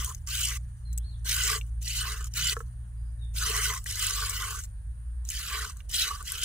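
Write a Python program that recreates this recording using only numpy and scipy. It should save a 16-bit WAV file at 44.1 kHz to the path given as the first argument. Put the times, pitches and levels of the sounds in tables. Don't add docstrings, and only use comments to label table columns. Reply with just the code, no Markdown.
import sys
import numpy as np
from scipy import signal
from scipy.fft import rfft, irfft, next_fast_len
from scipy.io import wavfile
from scipy.ndimage import uniform_filter1d, map_coordinates

SR = 44100
rng = np.random.default_rng(int(sys.argv[2]) if len(sys.argv) > 2 else 0)


def voltage_ratio(level):
    return 10 ** (np.asarray(level, float) / 20)


def output_pcm(signal):
    pcm = np.clip(np.atleast_2d(signal).T, -1, 1) * 32767
    wavfile.write(sys.argv[1], SR, np.round(pcm).astype(np.int16))


N = 284127


def unit(x):
    return x / np.sqrt(np.mean(x ** 2) + 1e-20)


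def along(points, hz):
    f, v = np.transpose(points)
    return np.interp(np.log(hz + 1), np.log(f + 1), v)


def curves(rows, outside=None):
    s, *cols = np.transpose(rows)
    return [np.interp(np.arange(N) / SR, s, c, outside, outside) for c in cols]


def wobble(rate):
    return map_coordinates(rng.standard_normal(int(N * rate / SR) + 4), [np.arange(N) * rate / SR])


def noise():
    return rng.standard_normal((2, N))


def filtered(x, response):
    m = next_fast_len(N + SR // 2)
    return irfft(rfft(x, m) * response(np.fft.rfftfreq(m, 1 / SR)), m)[..., :N]


def modes(table, steep=1):
    def response(f):
        plain = 0
        for k, (c, w, db) in enumerate(table):
            plain = plain + (-1) ** k * voltage_ratio(db) * 1j * f * w / (c * c - f * f + 1j * f * w)
        return plain * abs(plain) ** (steep - 1)
    return response


def ports(pair, alike, side, phase):
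    def blend(hz):
        turn = np.arccos(np.clip(along(alike, hz), -1, 1)) / 2
        return np.array([np.cos(turn), np.sin(turn)])

    def lean(hz):
        tilt = voltage_ratio(along(side, hz) / 2) * np.exp(.5j * np.interp(hz, *np.transpose(phase)))
        return np.array([tilt, 1 / tilt])

    a, b = filtered(pair, blend)
    return filtered(np.array([a + b, a - b]), lean)


def patchy(pair, patchy_db, size):
    z = signal.stft(pair, nperseg=512)[2]

    def field(bins, frames):
        grain = uniform_filter1d(rng.standard_normal(z.shape[1:]), bins, 0)
        return unit(uniform_filter1d(grain, frames, 1))

    gain = voltage_ratio(patchy_db * (field(*size) + 1.13 * field(2, 3) + 0.81 * field(3, 16)))
    return signal.istft(z * gain, nperseg=512)[1][:, :N]


def tone(rows):
    hz, db = curves(rows)[0], curves(rows, -150)[1]
    return np.sqrt(2) * voltage_ratio(db) * np.sin(2 * np.pi * np.cumsum(hz) / SR)


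def spurt(rows, fine_db, cut_db):
    onset_s, onset_db = .012, 11.5
    cut_s, trickle_s, trickle_db = 0.012, 0.056, 10
    (s0, db0, aim0), (s1, db1, aim1) = rows[0], rows[-1]
    opens = [(s0 - 1.36 * onset_s, db0 - onset_db - 39, aim0 - .3), (s0 - onset_s, db0 - onset_db, aim0 - .3)]
    ends = [(s1 + cut_s + k * trickle_s, db1 - cut_db - k * trickle_db, aim1) for k in (0, 1, 4)]
    db, aim = curves(opens + rows + ends)
    return db, aim, np.full(N, fine_db)


def splashes():
    spits = (rng.random(N) < 160 / SR) * 4.5 * rng.random(N)
    spread = signal.lfilter([1], [1, -np.exp(-1 / (0.0026 * SR))], spits)
    return spread + 2.3 * wobble(260) + 0.51 * wobble(70)


def ringing(table, clumps, clump_share, steep):
    hits = noise() * voltage_ratio(clump_share * clumps + 1.05 * wobble(120))
    return unit(filtered(hits, modes(table, steep)))


# (frequency [Hz], width [Hz], level [dB])
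WALL_MODES = [(1054, 102, 2), (1158, 155, 5), (1270, 86, -7), (1505, 257, 1.5), (1752, 200, -5.5),
              (2000, 210, 2.5), (2216, 320, 0.5)]


def wall(aim, clumps):
    spot_hz = 1806 * (1328 / 1806) ** aim
    shares = []
    for hz, width, db in WALL_MODES:
        away_db = 30 * np.log(np.maximum(spot_hz, 500) / hz) ** 2 / 0.56
        damped_db = 59 * np.log(np.maximum(spot_hz / hz, 1)) ** 2
        shares.append(voltage_ratio(db + 3.5 * wobble(13) - away_db - damped_db))
    shares = np.array(shares) / np.linalg.norm(shares, axis=0)
    return sum(share * ringing([mode], clumps, 0.28, 2.29) for share, mode in zip(shares, WALL_MODES))


# (time [s], jet pressure [dB], aim [0 = glancing high on the wall, 1 = square on its belly])
FIRST_HAND_SPURTS = [
    [(0.0, -43, 0.88), (0.046, -45, 0.7), (0.112, -59.5, 1.35), (0.154, -59, 0.47)],
    [(1.259, -42.5, 0.43), (1.312, -29.5, 0.038), (1.406, -33.5, 0.5), (1.538, -32, 0.85),
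     (1.58, -41, 0.69)],
    [(2.348, -47.5, 0.22), (2.37, -33.5, .2), (2.492, -33, 0.21), (2.532, -33.5, 0.64), (2.55, -61, 1)],
    [(3.867, -45, 0.41), (3.907, -39.5, 0.3), (3.961, -45.5, 0.53), (4.027, -32, 0.32), (4.093, -35, 0.46),
     (4.355, -41, 0.66), (4.54, -44, 0.99), (4.645, -56, 0.44)],
    [(5.902, -54, 0.28), (5.944, -31, .0), (6.028, -26.5, 0.12), (6.118, -42.5, 1.06), (6.186, -56.5, 1.16)],
]
SECOND_HAND_SPURTS = [
    [(0.278, -47, 0.44), (0.332, -35.5, 0.19), (0.452, -34, 0), (0.516, -41, 0.62), (0.572, -44.5, 0.68)],
    [(1.822, -53.5, 0), (1.878, -40.5, 0.02), (2.004, -32, .2), (2.03, -41, 0.72), (2.118, -39, 0.56),
     (2.208, -57, 0.94), (2.27, -60.5, 0.5)],
    [(3.35, -54, 0.4), (3.365, -40.5, 0.26), (3.451, -35.5, 0.61), (3.617, -34.5, 0.82), (3.647, -31, .35),
     (3.737, -40, 1), (3.79, -49, 0.73)],
    [(5.258, -64, 0), (5.288, -55, 0), (5.305, -42.5, .0), (5.38, -39.5, 0.19), (5.555, -39, 0.86),
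     (5.653, -41, 0.86), (5.76, -70.5, 0.92)],
    [(6.24, -58, 0.6), (6.269, -41.5, .0), (6.315, -40.5, 0.43), (6.41, -40, 0.41), (6.44, -31, 0.06)],
]
SPURTS = FIRST_HAND_SPURTS + SECOND_HAND_SPURTS
# (mist from how finely the jet breaks up [dB], drop at letting go [dB])
SPURT_CHARACTER = [(3.5, 12), (2, 23), (0, -2.5), (1.5, 17), (-1.5, 1), (2, 32.5), (-1, 9.5), (2, 12.5),
                   (-1.5, 0), (-2, 16)]
# (frequency [Hz], width [Hz], level [dB])
BUCKET_HUM = [(430, 71, 6.5), (513, 19, -5.5), (655, 75, 0)]
# (frequency [Hz], width [Hz], level [dB])
RIM_MODES = [(2510, 540, -12), (3003, 200, -3.5), (3300, 230, -6.5), (3894, 780, -8.5), (5050, 1160, -10)]
# (frequency [Hz], width [Hz], level [dB])
MIST_MODES = [(6075, 1150, -5), (7340, 275, -1.5), (7880, 450, -3), (10140, 1760, -8.5)]
# (frequency [Hz], width [Hz], level [dB])
FIZZ_MODES = [(12100, 3400, 0.5), (15600, 1500, 3)]
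# (frequency [Hz], likeness [-1 to 1])
JET_LIKENESS = [(400, 0.9), (1000, 0.84), (2500, 0.57), (5000, 0.66), (10000, 0.26)]
# (frequency [Hz], left over right [dB])
JET_BALANCE = [(400, -2), (1200, -2.5), (2400, -1), (5000, -2), (9000, 1.5), (14000, 6.5)]
# (frequency [Hz], left lead [rad])
JET_LEAD = [(0, 0), (3010, -1.0), (4570, -2), (6120, -1.5), (7150, -1), (8180, -3.3), (8440, 0.5),
            (9470, 4), (10400, 3.5), (11300, 6.5), (12700, -7), (13700, -1), (14900, -7.5), (16100, 4)]


def jets():
    each = np.array([spurt(rows, *character) for rows, character in zip(SPURTS, SPURT_CHARACTER)])
    strongest = each[:, :1].argmax(axis=0)[None]
    spray_db, aim, fine_db = np.take_along_axis(each, strongest, axis=0)[0]
    firm_db = -36
    spray_db = spray_db + 4.4 * wobble(60) * np.clip((firm_db - 8 - spray_db) / 10, 0, 1)
    wall_db = -12 + 16 * aim
    square = (1 + np.tanh((aim - 0.45) / .3)) / 2
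    hum_db = -41.5 + 26.5 * square + 3 * wobble(8)
    mist_db = 1 + fine_db - aim + 0.34 * np.minimum(firm_db - spray_db, 30)
    clumps = splashes()
    out = ringing(RIM_MODES, clumps, 0.3, 1.26)
    out = out + voltage_ratio(wall_db) * wall(aim, clumps)
    out = out + voltage_ratio(hum_db) * ringing(BUCKET_HUM, clumps, 0.38, 2.65)
    film = ringing(MIST_MODES, clumps, 1.0, 1.1) + voltage_ratio(-8.5) * ringing(FIZZ_MODES, clumps, 0.58, 1.1)
    out = out + voltage_ratio(mist_db) * film
    spray = voltage_ratio(spray_db - 1.5) * patchy(out, patchy_db=2.5, size=(8, 5))
    return ports(spray, JET_LIKENESS, JET_BALANCE, JET_LEAD)


# (time [s], firing rate [Hz], level [dB])
ENGINE_RUN = [(0.0, 59, -32), (0.14, 60.33, -43.5), (0.5, 59.2, -35), (0.73, 59, -40.5),
              (1.0, 56.96, -33.5), (1.47, 57.62, -38.5), (1.74, 56.32, -34.5), (2.62, 59.5, -38.5),
              (2.96, 57.3, -39), (3.12, 57.05, -32.5), (3.77, 56.02, -38), (4.03, 48.6, -40.5),
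              (4.66, 51.13, -38), (4.95, 57.55, -39.5), (5.2, 59.65, -35), (5.4, 59.53, -42),
              (5.88, 61.34, -40.5), (6.44, 60.8, -59)]


def engine():
    hz, first_db = curves(ENGINE_RUN)
    hidden_s = np.maximum(np.arange(N) / SR - 4.22, 0)
    second_db = -45 + 0.28 * (first_db + 33.5) - 8.5 * hidden_s
    turn = 2 * np.pi * np.cumsum(hz) / SR
    flutter_db = (1.4 + hidden_s) * wobble(12)
    orders = voltage_ratio(first_db + flutter_db) * np.sin(turn)
    orders += voltage_ratio(second_db + 1.5 * wobble(12)) * np.sin(2 * turn + 1.03)
    orders += voltage_ratio(second_db - 20.5 + 3.7 * wobble(17)) * np.sin(3 * turn)
    return np.sqrt(2) * orders


# (time [s], pitch [Hz], level [dB])
MACHINE_RUNS = [
    [(0, 78, -46), (.7, 84.7, -49), (1.3, 88.6, -50), (1.6, 90.5, -50)],
    [(1.3, 47.94, -59), (1.6, 43.5, -44.5), (2.3, 37.17, -52.5), (3.1, 31, -56.5), (3.5, 29.95, -49)],
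]


def machines():
    return sum(tone(rows) * voltage_ratio(0.85 * wobble(8.9)) for rows in MACHINE_RUNS)


# (frequency [Hz], level [dB per Hz])
RUMBLE_SPECTRUM = [(12, -37), (20, -11.5), (48, 4), (75, 0), (134, -17), (156, -19), (186, -23.5),
                   (232, -40), (330, -63), (430, -100), (730, -120)]
# (frequency [Hz], likeness [-1 to 1])
FAR_LIKENESS = [(60, 1), (130, 0.87), (290, 0.68), (640, 0.38), (1410, -0.86), (3100, -0.059),
                (6820, -0.32), (15000, 0.2)]
# (frequency [Hz], left over right [dB])
FAR_BALANCE = [(60, -2.5), (110, -2.5), (200, -0.5), (380, -3), (700, -2), (1290, -1.5), (2380, -5.5),
               (4400, -1.5), (8120, 2), (15000, 7.5)]
# (frequency [Hz], left lead [rad])
FAR_LEAD = [(0, 0), (3000, -2.2)]


def rumble():
    low = unit(filtered(noise(), lambda f: voltage_ratio(along(RUMBLE_SPECTRUM, f))))
    return voltage_ratio(-42.5) * ports(low, FAR_LIKENESS, FAR_BALANCE, FAR_LEAD)


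# (frequency [Hz], level [dB per Hz])
AIR_SPECTRUM = [(150, -3), (250, -9.5), (427, -25.5), (457, -18), (1550, -14), (1750, -13), (2190, -25),
                (4770, -27.5), (5570, -34.5), (6620, -26.5), (8000, -26.5), (9020, -10), (11300, -36.5),
                (15400, -32)]


def air():
    hiss = filtered(noise(), lambda f: voltage_ratio(along(AIR_SPECTRUM, f)))
    hiss = voltage_ratio(-62) * unit(patchy(hiss, patchy_db=1.2, size=(6, 15)))
    return ports(hiss, FAR_LIKENESS, FAR_BALANCE, FAR_LEAD)


# (frequency [Hz], width [Hz], level [dB])
INSECT_MODES = [(9100, 640, 0), (9300, 250, -4.5), (9800, 1200, 1)]


def insects():
    beat = np.cos(2 * np.pi * np.cumsum(163 + 4 * wobble(2.7)) / SR)
    buzz = unit(filtered(noise() * voltage_ratio(4.9 * beat), modes(INSECT_MODES, steep=3.2)))
    return ports(voltage_ratio(-70 + .3 * wobble(3.3)) * buzz, FAR_LIKENESS, FAR_BALANCE, FAR_LEAD)


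# (time [s], peak level [dB], pitch [Hz])
STRAY_DROPS = [(0.046, -16.5, 8240), (0.1476, -24.5, 6400), (0.273, -26, 5880), (0.929, -32, 7650),
               (0.9337, -34.5, 7360), (0.977, -19, 7960), (0.9828, -24, 7900), (1.612, -28, 2780),
               (1.828, -27, 7300), (1.8779, -21, 4150), (2.2262, -34, 7010), (2.243, -24, 7100),
               (2.338, -24, 5900), (2.4958, -12, 4390), (2.567, -22.5, 1336), (2.591, -33, 7800),
               (2.605, -29.5, 1315), (3.8413, -28.5, 8500), (3.8603, -26, 1910), (4.0673, -12.5, 7980),
               (4.2963, -15, 8525), (4.6373, -30, 6476), (5.251, -32.5, 7060), (5.2894, -19, 6470),
               (5.3018, -17, 7585), (5.7701, -35.5, 7940), (5.8049, -39.5, 2822), (5.8936, -28.5, 8610),
               (6.2269, -29, 8500), (6.32, -16, 9800)]
# (frequency [Hz], width [Hz], level [dB])
KNOCK_MODES = [(459, 68, 7), (1270, 500, -23)]


def drops():
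    out, knocks = np.zeros((2, N + SR)), np.zeros(N)
    t = np.arange(SR // 25) / SR
    for s, db, hz in STRAY_DROPS:
        pitches = hz * np.array([1, 0.83, 1.28, 1.2])[:, None]
        decay = voltage_ratio(-60 * t * (pitches / 45) ** .5 / 0.18)
        ping = decay * np.sin(2 * np.pi * pitches * t + rng.uniform(0, 6.5, (2, 4, 1)))
        crack = 0.27 * hz / 8000 * voltage_ratio(-60 * t / 0.027) * rng.standard_normal((2, len(t)))
        body = (ping * voltage_ratio([[0], [-8], [-9], [-16]])).sum(axis=1) + np.diff(crack, prepend=0)
        out[:, round(s * SR):][:, :len(t)] += voltage_ratio(db - 3.5) * body * (1 - np.exp(-t / 0.00012))
        knock_db = -10.5 if hz < 1500 else -45
        knocks[round(s * SR)] = voltage_ratio(db + knock_db + 33)
    pings = ports(out[:, :N], JET_LIKENESS, JET_BALANCE, JET_LEAD)
    return pings + filtered(knocks, lambda f: modes(KNOCK_MODES)(f) ** 2)


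# (frequency [Hz], width [Hz], level [dB])
SLAP_MODES = [(280, 300, 6), (800, 900, -9), (3000, 5000, -11)]


def slaps():
    blows = np.zeros(N)
    for rows in SPURTS[1:]:
        lands_s = next(s for s, db, aim in rows if db > -63) - .004
        blows[round(lands_s * SR)] = voltage_ratio(-26.5 + rng.normal(0, 3))
    return filtered(blows, modes(SLAP_MODES))


# (time [s], peak level [dB])
HOOF_THUDS = [
    (0.599, -49),
    (1.499, -53),
    (1.929, -63),
    (2.399, -42),
]


def thuds():
    t = np.arange(N) / SR
    return sum(voltage_ratio(db - 60 * abs(t - s - .03) / 0.27) * np.sin(2 * np.pi * 152 * t) for s, db in HOOF_THUDS)


# (time [s], pitch [Hz], level [dB])
BIRD_NOTES = [
    [(.85, 4240, -68), (.87, 4174, -62), (.895, 4130, -63), (.92, 3895, -72)],
    [(.995, 3120, -72), (1.03, 3820, -67), (1.055, 4400, -59), (1.085, 4330, -63), (1.12, 3830, -64),
     (1.15, 3330, -70), (1.16, 3300, -78)],
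    [(2.96, 4800, -84), (3.03, 4950, -80), (3.07, 4900, -82)],
    [(3.185, 3870, -74), (3.22, 3670, -58), (3.25, 3392, -72), (3.28, 3520, -87)],
]


def bird():
    song = sum(tone(rows) for rows in BIRD_NOTES) * voltage_ratio(4.3 * wobble(220) + 2.5)
    t = np.arange(SR // 2) / SR
    trees = rng.standard_normal((2, len(t))) * voltage_ratio(-60 * t / 0.32)
    echo = signal.fftconvolve(song[None], trees / np.linalg.norm(trees[0]), axes=1)[:, :N]
    return voltage_ratio(-9) * song + echo


def scene():
    close = jets() + drops() + slaps()
    far = engine() + machines() + rumble() + air() + insects()
    return close + far + thuds() + bird()


def low_pass(x):
    return signal.sosfilt(signal.butter(12, 16530, fs=SR, output="sos"), x)


def record(dry):
    top_hz = 15650
    heard = filtered(dry, lambda hz: 1 / (1 + (hz / top_hz) ** 200))
    return low_pass(heard)


dry = scene()
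out = record(dry)
output_pcm(out)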